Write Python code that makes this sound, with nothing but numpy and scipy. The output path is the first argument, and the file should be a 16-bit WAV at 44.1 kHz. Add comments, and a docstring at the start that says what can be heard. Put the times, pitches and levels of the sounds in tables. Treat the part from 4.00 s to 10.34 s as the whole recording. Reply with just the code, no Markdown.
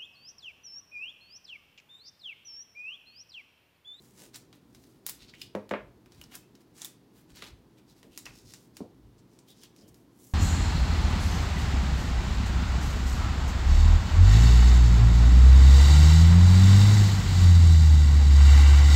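"""In a small, quiet room craft paper slides and is snipped, cracking as its fibres break.
The steel blades shut at 1.4 s, then the scissors are put down and the table knocks dully.
From 2 s the paper is handled: creases snap, sheets rub, crinkle and faintly squeak.
At 4.8 s a hand pats the wall, then smooths the paper onto it.
Throughout, the floor rumbles faintly as the person shifts, over ventilation and mains hum."""
import sys
import numpy as np
from scipy import signal
from scipy.fft import rfft, irfft
from scipy.io import wavfile
from scipy.ndimage import uniform_filter1d

SR = 44100
rng = np.random.default_rng(int(sys.argv[2]) if len(sys.argv) > 2 else 0)


def int16_out(signal):
    """Quantize to a 16-bit WAV file."""
    q = np.round(np.clip(np.atleast_2d(signal).T, -1, 1) * 32767)
    wavfile.write(sys.argv[1], SR, q.astype(np.int16))


N = 279488
BLADES_SHUT_S = 1.4165

# snips, creases, sharp contacts: (time [s], length [s], level [dB], resonance [Hz], 12 kHz edge [dB])
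PAPER_SNAPS = [(0.3444, 0.0017, -43.5, 6500, -15), (0.3594, 0.0012, -37, 6600, -4),
               (0.5277, 0.0037, -53.5, 3850, -18), (0.748, 0.004, -53.5, 5000, -10),
               (0.838, 0.003, -58.5, 5000, -13), (1.0644, 0.0035, -28.7, 5900, 2.5),
               (1.089, 0.0026, -37, 5600, -13), (1.0942, 0.0036, -32.5, 8200, 0),
               (1.5512, 0.0012, -35.5, 2300, -23), (1.692, 0.003, -49.5, 4400, -14),
               (1.7107, 0.0035, -31.5, 2510, -35), (2.0598, 0.0015, -53.5, 2400, -15),
               (2.12, 0.005, -58, 5000, -14), (2.2136, 0.0022, -46, 2740, 0),
               (2.238, 0.003, -52, 5300, -13), (2.3526, 0.0037, -38.5, 5500, 1),
               (2.552, 0.0034, -57.5, 5000, -14), (2.818, 0.0023, -36, 7200, -15),
               (2.847, 0.0022, -33.5, 5500, 1), (2.8544, 0.0025, -41, 8150, -16),
               (3.3585, 0.002, -52, 5000, 7), (3.422, 0.005, -40.5, 3500, -22),
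               (4.029, 0.0038, -54, 3300, -12), (4.1758, 0.0017, -32.7, 7000, -7),
               (4.2544, 0.0085, -46, 5400, -16), (4.2638, 0.0032, -43.5, 2750, -29),
               (4.5367, 0.0033, -44, 6200, -14), (4.7683, 0.003, -43.5, 4800, -7),
               (5.389, 0.0032, -55, 7000, -15), (5.634, 0.0047, -50.5, 5200, -9),
               (5.763, 0.0013, -53, 6200, -11), (5.943, 0.005, -59, 5000, -6)]


def snap_events(creases_per_snap=2, reach_s=0.014, crease_db=-17, spread_db=2.5):
    """Blade scrape, snaps, and small creases giving way after each; bigger, lower flaps have more body."""
    creases = []
    for s, length, db, hz, edge_db in PAPER_SNAPS:
        for delay, size in rng.random((creases_per_snap, 2)):
            level_db = db + crease_db + spread_db * (2 * size - 1)
            creases.append((s + delay * reach_s, length, level_db, hz, edge_db))
    events = [(BLADES_SHUT_S - 0.002, 0.008, -44, 3100, -22, -13)]  # blade scrape
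    for s, length, db, hz, edge_db in PAPER_SNAPS + creases:
        body_db = -3.5 - 9.5 * np.log2(hz / 4000)
        events.append((s, length, db, hz, body_db, edge_db))
    return events


def snaps(events, flatness):
    """Each snip or crease is a short avalanche of breaking fibres."""
    out, t = np.zeros(N), np.arange(1024) / SR
    for s, length, db, hz, body_db, edge_db in events:
        force = (1 - np.exp(-t / (0.17 * length))) * np.exp(-t / (0.54 * length))
        avalanche = fibres(len(t), per_s=22000) * force
        burst = flatten(avalanche, flatness) * force ** 0.25
        crack = colour(burst / np.linalg.norm(burst), paper_spectrum(hz, body_db, edge_db))
        add(out, s, amp(db) * crack * np.sqrt(length * SR))
    return out


def fibres(samples, per_s, spread_db=3):
    """Fibres letting go: random clicks, mostly small, a few large."""
    breaking = rng.random(samples) < per_s / SR
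    size = np.minimum(rng.exponential(1, samples), 4)
    sign = rng.choice([-1, 1], samples)
    return unit_rms(sign * amp(spread_db * size) * breaking)


def paper_spectrum(hz, body_db, edge_db):
    """A sheet has one broad resonance between its low body and its treble edge."""
    return [(80, body_db - 30), (400, body_db - 5), (1200, body_db), (hz / 1.55, body_db / 2), (hz, 0),
            (hz * 1.265, min(edge_db, 0) / 4), (12000, edge_db), (16000, edge_db - 1.5)]


# stiff folds and handles clicking: (time [s], frequency [Hz], relative level [dB], t60 [s])
FOLD_CLICKS = [(1.0648, 3770, -36, .013), (1.3385, 2200, -34, .007), (2.2152, 2930, -32.5, .009),
               (2.2397, 5500, -39, .008), (2.8187, 3470, -33, 0.011), (2.848, 3540, -24.5, .007),
               (3.4228, 1440, -37, 0.026), (4.2644, 2650, -36, .024)]
# steel blade modes: (frequency [Hz], relative level [dB], t60 [s])
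BLADE_MODES = [(2550, -36, 0.019), (2880, -35, .022), (4970, -29.5, .015), (2900, -58, 0.18),
               (3555, -51, 0.18), (4400, -52, .15), (5250, -49, 0.13)]


def clicks(rise_s=0.00022):
    """Damped resonances: folds and handles die fast, the shut blades ring longer."""
    out, t = np.zeros(N), np.arange(2048) / SR
    attack = 1 - np.exp(-t / rise_s)
    clink = [(BLADES_SHUT_S, *mode) for mode in BLADE_MODES]
    for s, hz, db, t60 in FOLD_CLICKS + clink:
        add(out, s, amp(db - 60 * t / t60) * attack * np.sin(2 * np.pi * hz * t))
    return out


# paper strokes: (peak time [s], length [s], relative level [dB], resonance [Hz], body [dB], edge [dB])
PAPER_STROKES = [(0.05, 0.17, -62, 7100, -7, -4), (0.218, 0.13, -51, 6900, -5.5, -7),
                 (0.356, 0.039, -44.5, 4000, -10, -13), (0.555, 0.045, -63, 3600, -6, -1),
                 (0.84, 0.33, -66, 4300, -12, -4), (1.087, 0.05, -45.5, 4800, -19, -20),
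                 (1.228, 0.085, -54, 3900, -15, -22), (1.295, 0.04, -52.5, 4430, -14, -29),
                 (1.346, 0.026, -51.5, 2400, -12, -27), (1.415, 0.12, -54, 3000, -24, -17),
                 (2.19, 0.18, -61.5, 4000, -5, -10), (2.342, 0.062, -48, 3200, 0, -8.5),
                 (2.613, 0.029, -62.5, 6200, -2, -5), (2.813, 0.11, -49, 7200, -5, -10),
                 (3.185, 0.11, -61.5, 3700, -1, -3), (3.31, 0.06, -61, 4100, -2, -10),
                 (3.375, 0.055, -49.5, 4400, -6, -15), (3.447, 0.11, -48.5, 4000, -3, -15),
                 (3.787, 0.035, -61, 2900, -9, -14), (3.904, 0.06, -58.5, 4300, -18, -14),
                 (3.987, 0.067, -62, 4700, -8, -9), (4.16, 0.11, -58, 2840, -25, -13),
                 (4.288, 0.05, -57, 2400, -5, -20), (4.375, 0.16, -57, 5300, -15, -12),
                 (4.515, 0.13, -54, 5100, -15, -13), (4.62, 0.14, -64, 6500, -8, -3),
                 (4.77, 0.06, -61, 4800, -10, -9), (5.192, 0.038, -65, 6100, -10, -17),
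                 (5.34, 0.13, -69, 5800, -12, -11), (5.5, 0.06, -54.5, 3430, -22, -9.5),
                 (5.6, 0.12, -61.5, 5200, -15, -14), (5.642, 0.05, -54, 3350, -20, -16),
                 (5.8, 0.1, -62, 5300, -17, -18), (5.888, 0.027, -56, 5800, -16, -4),
                 (5.98, 0.15, -69, 6500, -11, 0), (6.265, 0.22, -56, 6300, -16, -2)]


def slides(catch_db=2.6, rise_share=0.49):
    """Sliding paper swells and fades, catching unevenly, with fine crinkles in its hiss."""
    out, t = np.zeros(N), np.arange(N) / SR
    catches = amp(catch_db * unit_rms(uniform_filter1d(rng.standard_normal(N), size=130)))
    crinkles = fibres(N, per_s=5000)
    hiss = 0.51 * rng.standard_normal(N)
    friction = unit_rms(catches * (crinkles + hiss))
    for s, length, db, hz, body_db, edge_db in PAPER_STROKES:
        rise_s, fall_s = length * rise_share, length * (1 - rise_share)
        near = (t > s - 3 * rise_s) & (t < s + 3 * fall_s)
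        lag_s = t[near] - s
        speed = np.exp(-1.54 * (lag_s / np.where(lag_s < 0, rise_s, fall_s)) ** 2)
        stroke = colour(friction[near] * speed, paper_spectrum(hz, body_db, edge_db))
        add(out, t[near][0], amp(db) * stroke)
    return out


# rubbed paper singing: (time [s], width [s], frequency [Hz], relative level [dB])
PAPER_SQUEAKS = [(1.3, .014, 3900, -63), (1.36, .011, 2920, -60), (2.33, 0.014, 2980, -59),
                 (2.41, .05, 2570, -75), (4.285, .018, 2490, -59), (5.51, .015, 3560, -61),
                 (5.645, .016, 3110, -64), (5.855, .018, 3130, -68)]


def squeaks(bandwidth_hz=330):
    """Friction drives one narrow resonance of the sheet."""
    out, t = np.zeros(N), np.arange(N) / SR
    wobble = butter(rng.standard_normal(N) + 1j * rng.standard_normal(N), bandwidth_hz / 2, "low")
    wobble /= wobble.real.std()
    for s, width_s, hz, db in PAPER_SQUEAKS:
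        near = abs(t - s) < 4 * width_s
        tone = (wobble[near] * np.exp(2j * np.pi * hz * t[near])).real
        out[near] += amp(db) * gaussian(t[near] - s, width_s) * tone
    return out


def struck_board(blows, modes, thud_spectrum, ring_db, thud_db, thud_t60_s, push_db, delay_500hz_s):
    """A blow drives a board's modes and a dense thud; softer blows leave out the treble."""
    out, t = np.zeros(N), np.arange(SR // 2) / SR
    bin_hz = np.fft.rfftfreq(len(t), 1 / SR)
    # bending waves carry treble faster than bass
    dispersion = np.exp(-4j * np.pi * delay_500hz_s * np.sqrt(500 * bin_hz))
    ring = sum(amp(db - 60 * t / t60) * np.cos(2 * np.pi * hz * t) for hz, db, t60 in modes)
    ring = amp(ring_db) * butter(ring, 2200, "low")
    push = amp(push_db) * (t == 0)
    for s, db, top_hz, bottom_hz in blows:
        vibration = amp(thud_db - 60 * t / thud_t60_s) * rng.standard_normal(len(t))
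        thud = colour(vibration + push, thud_spectrum)[:len(t)]
        board = irfft(rfft(ring + thud) * dispersion, len(t))
        board = butter(board, top_hz, "low")
        add(out, s, amp(db) * butter(board, bottom_hz, "high"))
    return out


# blows on the table: (time [s], relative level [dB], top [Hz], bottom [Hz])
TABLE_BLOWS = [(1.5491, -24.5, 667, 95), (1.7086, -33.5, 1410, 300), (1.7116, -22.5, 616, 115),
               (1.7366, -27.5, 2920, 400), (1.7398, -31.5, 2010, 328), (3.424, -49, 790, 100)]
# table modes: (frequency [Hz], relative level [dB], t60 [s])
TABLE_MODES = [(103, -7, .28), (205.5, 1, .23), (262, -5, .24), (338, -8, .15), (385, -2, .14),
               (418, -2, .18), (452, -1, .13), (526, 0, .16), (568, -3, .15), (617, -1, .15), (691, -4, .1),
               (785, -5, .1), (877, -3, .15), (918, -7, .13), (946, -6, .15), (1137, -8, .1),
               (1377, -9, .13), (1448, -5, .07), (1644, -7, .24), (2080, -4, .07)]
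# dense table vibration: (frequency [Hz], relative density [dB])
TABLE_SPECTRUM = [(60, -35), (200, -5.5), (500, 5), (750, -4.5), (1300, -2.5), (2200, -6.5), (3200, -12),
                  (6000, -31.5)]


def table_knocks():
    """The scissors land on the table top; one faint knock follows later."""
    return struck_board(TABLE_BLOWS, TABLE_MODES, TABLE_SPECTRUM, ring_db=-11.5,
                        thud_db=-5.5, thud_t60_s=0.2, push_db=17.5, delay_500hz_s=0.002547)


# hand on the wall: (time [s], relative level [dB], top [Hz], bottom [Hz])
WALL_BLOWS = [(4.8038, -34, 580, 80)]
# wall modes: (frequency [Hz], relative level [dB], t60 [s])
WALL_MODES = [(102.5, -7, 0.39), (186, 2, 0.093), (266, 10.5, 0.1), (363, -16, 0.18), (466, -7, 0.11),
              (504, -11, 0.19), (760, -21, .09), (924, -13, 0.1)]
# dense wall vibration: (frequency [Hz], relative density [dB])
WALL_SPECTRUM = [(60, -10.5), (200, 3.5), (450, 2.5), (800, -3), (1200, -6.5), (2500, -36)]


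def wall_pat():
    """A soft hand drives the wall's low modes."""
    return struck_board(WALL_BLOWS, WALL_MODES, WALL_SPECTRUM, ring_db=-7,
                        thud_db=-5, thud_t60_s=0.28, push_db=12, delay_500hz_s=0.00192)


# weight landing on the floor: (time [s], length [s], relative level [dB])
WEIGHT_SHIFTS = [(0.763, .05, -56), (1.242, 0.054, -54), (1.46, .06, -59), (1.853, 0.18, -59),
                 (2.2, .17, -61.5), (3.333, .06, -56), (3.53, .13, -54.5), (4.11, 0.046, -59),
                 (4.299, .04, -49.5), (4.455, .05, -51), (5.07, .13, -55.5), (5.902, 0.16, -66)]
# floor rumble: (frequency [Hz], relative density [dB])
FLOOR_SPECTRUM = [(20, -35), (35, -11.5), (55, 1), (85, -5), (120, -2.5), (170, -14.5), (300, -23.5),
                  (600, -61)]


def floor_rumble(standing_db=-73, rise_share=0.47):
    """The floor's rumble swells and dies with each shift of weight."""
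    t = np.arange(N) / SR
    weight = amp(standing_db)
    for s, length, db in WEIGHT_SHIFTS:
        tau_s = length * np.where(t < s, rise_share, 1 - rise_share)
        weight = weight + amp(db) * np.exp(-abs(t - s) / tau_s)
    return weight * noise(FLOOR_SPECTRUM)


# sleeve strokes: (time [s], width [s], level [dB])
SLEEVE_STROKES = [(.235, 0.027, -55), (4.06, 0.024, -58), (5.85, 0.046, -59)]
# sleeve friction: (frequency [Hz], relative density [dB])
SLEEVE_SPECTRUM = [(50, -33), (130, 0.5), (300, 2), (550, -4), (900, -21.5), (2000, -32)]


def sleeve_brushes():
    """Arm and sleeve brush table and wall in dull swells of noise."""
    t = np.arange(N) / SR
    swells = sum(amp(db) * gaussian(t - s, width_s) for s, width_s, db in SLEEVE_STROKES)
    return swells * noise(SLEEVE_SPECTRUM)


# ventilation: (frequency [Hz], relative density [dB])
AIR_SPECTRUM = [(35, -24), (60, -11.5), (127, -4.5), (315, -4.5), (363, -7), (593, -20), (968, -22),
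                (1060, -23), (1170, -26), (2520, -32.5), (2970, -32), (4420, -33), (8320, -40.5),
                (11300, -40), (16000, -41.5)]


def room_air(vent_db=-60, hum_hz=120.9, hum_db=-71):
    """Steady ventilation noise and mains hum."""
    vent = butter(noise(AIR_SPECTRUM), 115, "high")
    hum = np.sin(2 * np.pi * hum_hz * np.arange(N) / SR)
    return amp(vent_db) * unit_rms(vent) + amp(hum_db) * unit_rms(hum)


# room decay: (frequency [Hz], t60 [s])
ROOM_DECAY = [(150, 0.15), (500, 0.44), (1500, 0.36), (4000, .34), (8000, 0.25), (15000, 0.2)]


def reflections(x, onset_s=0.0014, early_db=2, early_s=0.0075):
    """Dense echoes, strongest from the near table and wall, each band dying at its own rate."""
    hz, t, bands = signal.stft(flatten(rng.standard_normal(SR // 2), 0.96), SR, nperseg=256)
    decay = amp(-60 * t / log_interp(ROOM_DECAY, hz)[:, None])
    tail = signal.istft(bands * decay, SR, nperseg=256)[1]
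    t = np.arange(len(tail)) / SR
    tail *= np.clip(t / onset_s - 0.5, 0, 1)
    tail *= 1 + amp(early_db) * np.exp(-t / early_s)
    return signal.fftconvolve(x, tail / np.linalg.norm(tail))[:N]


def moving_reflections(x, patterns=3):
    """The hands move about, so echo patterns fade into one another."""
    phase = 4 * np.pi * np.arange(N) / N
    fades = [np.cos(phase + np.pi * k / patterns) for k in range(patterns)]
    return sum(reflections(x * fade) for fade in fades) * np.sqrt(2 / patterns)


def amp(db):
    return 10 ** (np.asarray(db) / 20)


def unit_rms(x):
    return x / np.sqrt(np.mean(x ** 2) + 1e-20)


def gaussian(lag_s, width_s):
    return np.exp(-0.5 * (lag_s / width_s) ** 2)


def log_interp(points, hz):
    point_hz, value = np.transpose(points)
    return np.interp(np.log(hz + 1), np.log(point_hz + 1), value)


def add(mix, start_s, sound):
    part = mix[max(round(start_s * SR), 0):][:len(sound)]
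    part += sound[:len(part)]


def butter(x, cutoff_hz, kind):
    return signal.sosfilt(signal.butter(2, cutoff_hz, kind, fs=SR, output="sos"), x)


def colour(x, spectrum, size=4096):
    """Minimum-phase filter of unit energy."""
    log_gain = np.log(amp(log_interp(spectrum, abs(np.fft.fftfreq(size, 1 / SR)))))
    response = np.exp(np.conj(signal.hilbert(log_gain)))
    taps = np.fft.ifft(response).real[:size // 2]
    return signal.fftconvolve(x, taps / np.linalg.norm(taps))


def noise(spectrum):
    """Steady coloured noise, rms 1."""
    return unit_rms(colour(rng.standard_normal(N), spectrum)[:N])


def flatten(x, flatness):
    """Evens out a burst's spectrum (flatness 0 to 1); unit energy."""
    bins = rfft(x)
    magnitude = abs(bins) + 0.05 * abs(bins).mean()
    burst = irfft(bins / magnitude ** flatness, len(x))
    return burst / np.linalg.norm(burst)


def scene():
    """Paper, scissors, table and wall, their echoes, and the quiet room."""
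    events = snap_events()
    cracks = snaps(events, flatness=0.4)
    diffuse_cracks = snaps(events, flatness=1)  # walls catch a snap from all sides: flatter spectrum
    ticks = amp(-1) * clicks()
    rustle = amp(-3.5) * slides() + amp(-2.5) * squeaks()
    knocks = table_knocks() + wall_pat()
    to_room = amp(-2.5) * diffuse_cracks + amp(-10.5) * ticks + amp(-6) * rustle + amp(-13) * knocks
    echoes = moving_reflections(to_room)
    background = amp(-1) * floor_rumble() + sleeve_brushes() + room_air()
    return (cracks + ticks + rustle + knocks + echoes + background)[None]


def record(dry):
    """Band limit at 16.2 kHz."""
    lowpass = signal.firwin(401, 16200, window=("kaiser", 8), fs=SR)
    return signal.oaconvolve(dry, lowpass[None], "same")


dry = scene()
out = record(dry)
int16_out(out)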